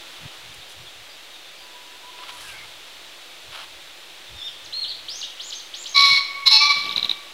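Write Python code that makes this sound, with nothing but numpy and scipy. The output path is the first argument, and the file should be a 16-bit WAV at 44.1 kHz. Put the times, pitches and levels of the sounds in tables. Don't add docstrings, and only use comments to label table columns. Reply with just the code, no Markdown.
import sys
import numpy as np
from scipy import signal
from scipy.fft import rfft, irfft, next_fast_len
from scipy.io import wavfile
from scipy.ndimage import uniform_filter1d

SR = 44100
rng = np.random.default_rng(int(sys.argv[2]) if len(sys.argv) > 2 else 0)


def generate_wav(signal):
    frames = np.transpose(np.atleast_2d(signal))
    scaled = np.clip(frames, -1, 1) * 32767
    pcm = np.round(scaled).astype(np.int16)
    wavfile.write(sys.argv[1], SR, pcm)


N = 323253
TIME = np.arange(N) / SR

# (frequency [Hz], level [dB])
LEAF_HISS = [(24, -41), (40, -10.5), (64, -13), (114, -23), (158, -12), (192, -21.5), (342, -5.5),
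             (417, -9), (577, -5), (722, -6), (973, -7), (1640, -6.5), (3650, -0.5), (5050, -10),
             (15500, -26.5)]
# (time [s], level [dB])
BREEZE = [(0, 1.5), (.8, -0.5), (1.5, -1), (2.8, 0.2), (4.1, -0.56), (7.33, 0)]
# (time [s], half length [s], level [dB], top of band [Hz])
MIC_BUMPS = [(0.23, 0.031, -47, 190), (0.256, 0.0086, -34.5, 230), (.52, 0.11, -54.5, 150),
             (0.819, 0.051, -50, 140), (1.0, 0.049, -59, 130), (2.55, 0.2, -58, 140),
             (3.487, 0.039, -53.5, 115), (3.749, 0.13, -62.5, 118), (4.349, 0.049, -47, 134),
             (4.8, 0.43, -62, 138), (6.07, 0.035, -55, 134), (6.117, 0.011, -40.5, 165),
             (6.461, 0.014, -49.5, 140)]
# (frequency [Hz], time to fall 60 dB [s])
WOOD_DECAY = [(300, 0.22), (1130, 1.76), (2300, 1.42), (4000, 0.78), (6000, 0.69), (12000, 0.32)]
# (time [s], length [s], start pitch [Hz], end pitch [Hz], level [dB])
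FAR_WHISTLES = [(1.593, 0.2, 994, 978, -55), (1.729, .1, 970, 990, -47.5), (1.827, 0.16, 968, 1002, -53.5),
                (2.02, 0.097, 970, 1013, -44.5), (2.127, 0.13, 969, 1012, -45.5),
                (2.272, 0.12, 989, 979, -44.5), (2.418, 0.17, 1683, 1516, -47),
                (2.467, .07, 2760, 2560, -40), (2.52, 0.14, 2160, 2126, -43.5)]
# (time [s], length [s], pitch [Hz], level [dB])
FAR_CHIPS = [(0.609, 0.029, 3580, -43), (0.864, 0.029, 3400, -41), (1.08, 0.088, 4750, -51),
             (1.33, 0.043, 3700, -41.5), (1.43, 0.093, 3550, -46), (1.555, 0.12, 4730, -51),
             (4.27, 0.029, 3550, -42.5)]
# (time [s], length [s], level [dB], crispness [0-1])
RUSTLES = [(0, 0.4, -50, 0.02), (0.54, 0.011, -48, 0.8), (0.688, .045, -50, 1), (2.167, 0.15, -45, 0.01),
           (2.187, 0.0056, -38, 0), (2.232, .01, -39, .02), (2.279, 0.035, -38, 0.04),
           (2.3, 0.27, -45, 0.26), (2.397, 0.11, -47, 0.6), (2.548, 0.17, -49, 0.1),
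           (3.507, 0.15, -39, 0.03)]
# (frequency [Hz], level [dB])
LEAFY_RUSTLE = [(200, -46), (600, 0), (1000, 5.5), (1350, 8.5), (1900, 0.5), (3300, 8.5), (5000, -5),
                (9000, -53), (16000, -22)]
# (frequency [Hz], level [dB])
CRISP_RUSTLE = [(1000, -28), (5000, 0.5), (8000, -1), (11000, 1.5), (13500, -18), (16000, -18)]
# (time [s], length [s], top at start [Hz],
# top at end [Hz], rise [s], fall [s], level [dB], swell [dB], half-pitch overtone [dB])
SONG_NOTES = [(4.35, 0.082, 3780, 3414, .001, .001, -44, 10, -13),
              (4.414, 0.073, 3583, 3720, 0.0026, 0.0095, -37.5, 9, -13.5),
              (4.636, 0.031, 7480, 5600, 0.0024, 0.0083, -36.5, 4, -54),
              (4.724, 0.13, 4230, 4330, 0.0075, 0.015, -30.5, 3.5, -60),
              (4.879, 0.048, 4950, 3640, .003, 0.0032, -33.5, -4, -60),
              (5.082, 0.14, 4470, 7500, 0.0095, 0.015, -29, 2, -28),
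              (5.225, 0.031, 3150, 4070, 0.0119, 0.00085, -33.5, -7, -11),
              (5.393, .119, 6230, 7570, 0.031, .0115, -30.5, 8, -60),
              (5.523, .085, 6250, 6500, .018, .011, -31.5, -3, -60),
              (5.737, 0.11, 6040, 7930, 0.016, .009, -30, 4.5, -57),
              (5.856, .096, 6280, 6700, 0.017, .012, -31, -2.5, -60)]
# (pitch [Hz], level [dB])
SONG_STRENGTH = [(2700, -2), (3100, 4), (4200, 4), (5600, -7.5), (6600, -11), (7500, -13)]
# (pitch [Hz], buzz [0-1])
SONG_BUZZ = [(3000, .15), (4200, .1), (5400, .65), (7400, .7)]
# (time [s], level [dB], squeak pitch [Hz], half length [s], rebound [dB])
WINGBEATS = [(6.838, -18, 3950, 0.0009, -9), (6.894, -16.5, 3790, 0.0015, 0),
             (6.9629, -9, 3910, 0.0015, -3), (7.0300, -10.5, 3880, 0.0019, -15),
             (7.0967, -9, 3824, 0.0019, -30)]
# (frequency [Hz], level [dB])
WING_AIR = [(40, -24), (110, 2.5), (220, 11), (500, 3.5), (900, 5), (1600, -0.5), (3200, 14.5), (5500, 2),
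            (8000, -17), (12600, -8.5), (13500, -24), (16000, -36)]
CROW_PARTIALS = [-5.5, -1, -12.5, -9, -16]
SECOND_PARTIALS = [-4.5, -41, -2.5, -5, 7, 6, -12, -22]
# (frequency [Hz], width [Hz], level [dB])
THROAT_RESONANCES = [(2700, 690, -13.5), (3680, 180, -10), (3924, 370, 9.5), (4246, 77, 4),
                     (4830, 380, -8.5), (5630, 180, -5.5), (6640, 880, -16.5), (8360, 610, -23.5),
                     (10260, 1400, -22), (11450, 2000, -30)]
# (frequency [Hz], level [dB])
BEAK_AIR = [(200, -7), (550, -9), (850, 3.5), (1500, 4), (2800, -19), (5000, 20.5), (7500, -36),
            (12300, -19), (13300, -20), (16000, -28)]
# (frequency [Hz], level [dB])
WINDPIPE_BANDS = [(2950, 2), (3180, -6), (3400, 9.5), (3570, -4), (3900, -1.5), (4450, 4), (4750, -13),
                  (5150, 3), (5400, 1.5), (5650, 0.5), (6050, 3.5), (6600, -2.5), (8000, -1)]
# (time [s], length [s], pitch [Hz], tone level [dB], rasp level [dB], rattle depth [0-1])
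CROW_SURGES = [(5.935, 0.27, 1130, -10.5, -8.5, 0.8), (6.146, 0.052, 1116, -13.5, -20.5, 0),
               (6.453, 0.043, 1094, -14.5, -3.5, 0), (6.490, .098, 1125, -24, -7.5, 0.28),
               (6.592, 0.1, 1161, -12.5, -16, 0.1), (6.678, 0.06, 1138, -14, -14.5, 0),
               (6.718, 0.11, 1164, -24, -23, 0.27)]
# (time [s], level [dB])
OVERLOAD_CLICKS = [(6.4817, -11), (6.5385, -17)]
# (frequency [Hz], level [dB])
SELF_NOISE = [(30, 0), (500, -2), (2000, -14), (4000, -8), (6500, 0), (13000, -1), (16000, -2)]


def amp(db):
    return 10 ** (np.asarray(db) / 20)


def unit(x):
    return x / np.sqrt(np.mean(x ** 2) + 1e-20)


def read(points, hz):
    f, value = np.transpose(points)
    return np.interp(np.log(hz + 1), np.log(f + 1), value)


def add(mix, s, sound):
    part = mix[max(round(s * SR), 0):][:len(sound)]
    part += sound[:len(part)]


def noise(n):
    return rng.standard_normal(SR)[:n]


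def colour(x, points):
    size = next_fast_len(len(x))
    gain = amp(read(points, np.fft.rfftfreq(size, 1 / SR)))
    return unit(irfft(rfft(x, size) * gain, size)[:len(x)])


def wander(n, hz):
    return unit(signal.sosfilt(signal.butter(2, hz, fs=SR, output="sos"), noise(n)))


def resonate(x, hz, width):
    turn = np.exp(2j * np.pi * hz * np.arange(len(x)) / SR)
    r = np.exp(-np.pi * width / SR)
    return 2 * (turn * signal.lfilter([(1 - r) ** 2], [1, -2 * r, r * r], x / turn)).real


def envelope(length, attack_s, release_s, db_per_s=0):
    t = np.arange(int(length * SR)) / SR
    onset = np.sin(np.pi / 2 * np.minimum(t / attack_s, 1))
    ending = np.sin(np.pi / 2 * np.minimum((length - t) / release_s, 1))
    return t, (onset * ending) ** 2 * amp(db_per_s * t)


def leaves():
    breeze_db = np.interp(TIME, *np.transpose(BREEZE))
    return amp(-42.5 + breeze_db) * colour(rng.standard_normal(N), LEAF_HISS)


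def mic_bumps():
    out = np.zeros(N)
    for s, half_length, db, top_hz in MIC_BUMPS:
        band = signal.butter(3, [top_hz / 3.4, top_hz], "band", fs=SR, output="sos")
        rumble = signal.sosfilt(band, noise(SR))
        start = max(s - .5, 0)
        swell = np.exp(-((TIME[:SR] + start - s) / half_length) ** 2)
        add(out, start, amp(db) * unit(rumble * swell) * np.sqrt(np.mean(swell ** 2)))
    return out


def overload_clicks(decay_s):
    out = np.zeros(N)
    click = np.diff(np.exp(-TIME[:200] / decay_s), prepend=0)
    for s, db in OVERLOAD_CLICKS:
        add(out, s, amp(db) * click)
    return out


def wood_echoes(x, early_db, early_s, echoes_per_s=2500):
    t = TIME[:SR * 3 // 2]
    taps = rng.choice([-1., 1.], len(t)) * (rng.random(len(t)) < echoes_per_s / SR) * (t > .003)
    taps *= 1 + amp(early_db) * np.exp(-t / early_s)
    hz, delay, bands = signal.stft(taps, SR, nperseg=256)
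    decay = amp(-60 * delay / read(WOOD_DECAY, hz)[:, None])
    tail = signal.istft(bands * decay, SR, nperseg=256)[1]
    return signal.fftconvolve(x, tail / np.linalg.norm(tail))[:N]


def far_whistle(s, length, first_hz, last_hz, db):
    t, gate = envelope(length, attack_s=.028, release_s=.028)
    hz = first_hz + (last_hz - first_hz) * t / length
    warble = .006 * (hz / 1000) ** 2.9 * wander(len(t), 200)
    turns = np.cumsum(hz * (1 + warble)) / SR
    return s, np.sqrt(2) * amp(db) * gate * np.sin(2 * np.pi * turns)


def far_chip(s, length, hz, db):
    n = int(length * SR)
    turns = np.cumsum(hz * (1 + 0.024 * wander(n, 170))) / SR
    return s, np.sqrt(2) * amp(db) * np.sin(2 * np.pi * turns) * signal.windows.tukey(n, .6)


def rustle(s, length, db, crisp):
    n = int(length * SR)
    snaps = noise(n) * amp(5 * np.minimum(noise(n), 2.8) + 2 * wander(n, 150))
    soft = np.sqrt(1 - crisp) * colour(snaps, LEAFY_RUSTLE)
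    bright = np.sqrt(crisp) * colour(snaps, CRISP_RUSTLE)
    return s, amp(db) * (soft + bright) * signal.windows.tukey(n, .25)


def song_note(s, length, first_hz, last_hz, rise, fall, db, swell_db, half_db):
    foot_hz, leap_hz_per_s = 2800, 310000
    t, gate = envelope(length, attack_s=.003, release_s=.003)
    arch = np.tanh((t / rise) ** 1.5) * np.tanh((length - t) / fall)
    dome = 1 - 0.0347 * (2 * t / length - 1) ** 2
    top_hz = (first_hz + (last_hz - first_hz) * t / length) * dome
    hz = foot_hz + arch * (top_hz - foot_hz)
    level_db = db + swell_db * (t / length - .5) + read(SONG_STRENGTH, hz)
    leap = abs(np.gradient(hz)) * SR / leap_hz_per_s
    buzz = read(SONG_BUZZ, hz)
    shiver = .035 * buzz * wander(len(t), 900)
    flutter_db = (.6 + 4 * buzz) * wander(len(t), 160)
    angle = 2 * np.pi * np.cumsum(hz * (1 + shiver)) / SR
    half_pitch = np.sin(angle * 3 / 2) + 0.25 * np.sin(angle / 2)
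    whistle = np.sin(angle) + amp(half_db) * half_pitch + amp(-28) * np.sin(2 * angle)
    return s, np.sqrt(2) * gate * amp(level_db + flutter_db) * whistle / np.sqrt(1 + leap ** 2)


def feather_squeak(s, db, hz, half_length):
    t = np.arange(-400, 400) / SR
    turns = np.cumsum(hz * (1 - 0.099 * np.tanh(t / 0.0022))) / SR
    chirp = np.sin(2 * np.pi * turns) + amp(-20.5) * colour(noise(len(t)), WING_AIR)
    return s + t[0], amp(db) * np.exp(-(t / half_length) ** 2) * chirp


def wings(whirr_s=6.715, beat_hz=15, mid_stroke_s=7.047):
    out = np.zeros(N)
    for s, db, hz, half_length, rebound_db in WINGBEATS:
        add(out, *feather_squeak(s, db, hz, half_length))
        add(out, *feather_squeak(s + .018, db, hz, half_length))
        add(out, *feather_squeak(s + .034, db + rebound_db, hz, half_length / 2))
    t, effort = envelope(0.514, attack_s=0.077, release_s=0.18, db_per_s=9)
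    flicks = unit(amp(3.8 * wander(len(t), 100)))
    strokes = 1 + 0.38 * np.cos(2 * np.pi * beat_hz * (whirr_s + t - mid_stroke_s))
    add(out, whirr_s, amp(-39) * effort * strokes * flicks * colour(noise(len(t)), WING_AIR))
    return out


def syrinx(hz, partials, jitter, jitter_hz):
    turns = np.cumsum(hz * (1 + jitter * wander(len(hz), jitter_hz))) / SR
    tone = sum(amp(db) * np.cos(2 * np.pi * k * turns + k * k) for k, db in enumerate(partials, 1))
    return turns, unit(tone)


def second_voice(s, start_hz=902.5, drop_hz=27.65, settle_s=0.0214):
    t, effort = envelope(0.158, attack_s=0.036, release_s=0.027, db_per_s=-66)
    hz = start_hz - drop_hz * (1 - np.exp(-t / settle_s))
    _, tone = syrinx(hz, SECOND_PARTIALS, jitter=0.018, jitter_hz=403)
    return s, amp(-9) * effort * tone


def shriek(turns, beat, centre_hz=4064, arch=0.032, jitter=0.0361):
    hz = centre_hz * (1 + arch * beat + jitter * wander(len(beat), 352))
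    angle, shake = 2 * np.pi * np.cumsum(hz) / SR, 2 * np.pi * turns
    above = np.sin(angle + shake)
    below = amp(-8) * np.sin(angle - shake) + amp(-16.5) * np.sin(angle - 2 * shake)
    return unit(np.sin(angle) + amp(-12.5) * (above + below) + amp(-48) * np.sin(2 * angle))


def throat_rasp(turns, beat, shriek_share=.55):
    puffs = (1 + 0.27 * np.cos(2 * np.pi * turns)) * noise(len(turns))
    air = unit(sum(amp(db) * resonate(puffs, hz, width) for hz, width, db in THROAT_RESONANCES))
    rasp = np.sqrt(shriek_share) * shriek(turns, beat) + np.sqrt(1 - shriek_share) * air
    rasp = unit(rasp / np.sqrt(uniform_filter1d(rasp ** 2, size=130) + 0.14))
    return colour(rasp + amp(-13.5) * colour(puffs, BEAK_AIR), WINDPIPE_BANDS)


def crow_surge(s, length, pitch_hz, tone_db, rasp_db, rattle_depth):
    rattle_hz, first_rattle_s, rattle_fade_s = 65.3, 5.9495, .14
    t, effort = envelope(length, attack_s=0.022 + 0.07 * length, release_s=0.024, db_per_s=-33.5)
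    hz = pitch_hz - 95 * t
    turns, tone = syrinx(hz, CROW_PARTIALS, jitter=0.014, jitter_hz=487)
    swell = 1 - np.exp(-t / (0.052 * length))
    depth = rattle_depth * np.exp(-t / rattle_fade_s)
    beat = np.cos(2 * np.pi * rattle_hz * (s + t - first_rattle_s))
    rattle = (1 + depth * beat) / np.sqrt(1 + depth ** 2 / 2)
    rasp = throat_rasp(turns, beat * np.minimum(2 * depth, 1))
    return s, effort * (amp(tone_db) * swell * tone + amp(rasp_db) * rattle * rasp)


def scene():
    pheasant, songbird, far_birds, grass = np.zeros((4, N))
    for row in CROW_SURGES:
        add(pheasant, *crow_surge(*row))
    add(pheasant, *second_voice(s=6.503))
    for row in SONG_NOTES:
        add(songbird, *song_note(*row))
    for row in FAR_WHISTLES:
        add(far_birds, *far_whistle(*row))
    for row in FAR_CHIPS:
        add(far_birds, *far_chip(*row))
    for row in RUSTLES:
        add(grass, *rustle(*row))
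    flaps = wings()
    direct = amp(-4) * pheasant + amp(-2.5) * songbird + amp(-1.5) * far_birds + flaps
    into_wood = amp(-10) * pheasant + amp(-5) * songbird + amp(-16.5) * far_birds + amp(-15.5) * flaps
    echoes = wood_echoes(into_wood, early_db=5, early_s=0.059)
    mono = direct + overload_clicks(decay_s=.00005) + grass + echoes + mic_bumps() + leaves()
    return np.array([mono, mono])


def record(dry):
    offset, cutoff_hz = 0.0025, 15820
    hiss = amp(-58) * np.array([colour(white, SELF_NOISE) for white in rng.standard_normal((2, N))])
    clipped = np.clip(dry + hiss + offset, -1, 1)
    lowpass = signal.firwin(511, cutoff_hz, window=("kaiser", 9), fs=SR)
    return signal.oaconvolve(clipped, lowpass[None], "same")


dry = scene()
out = record(dry)
generate_wav(out)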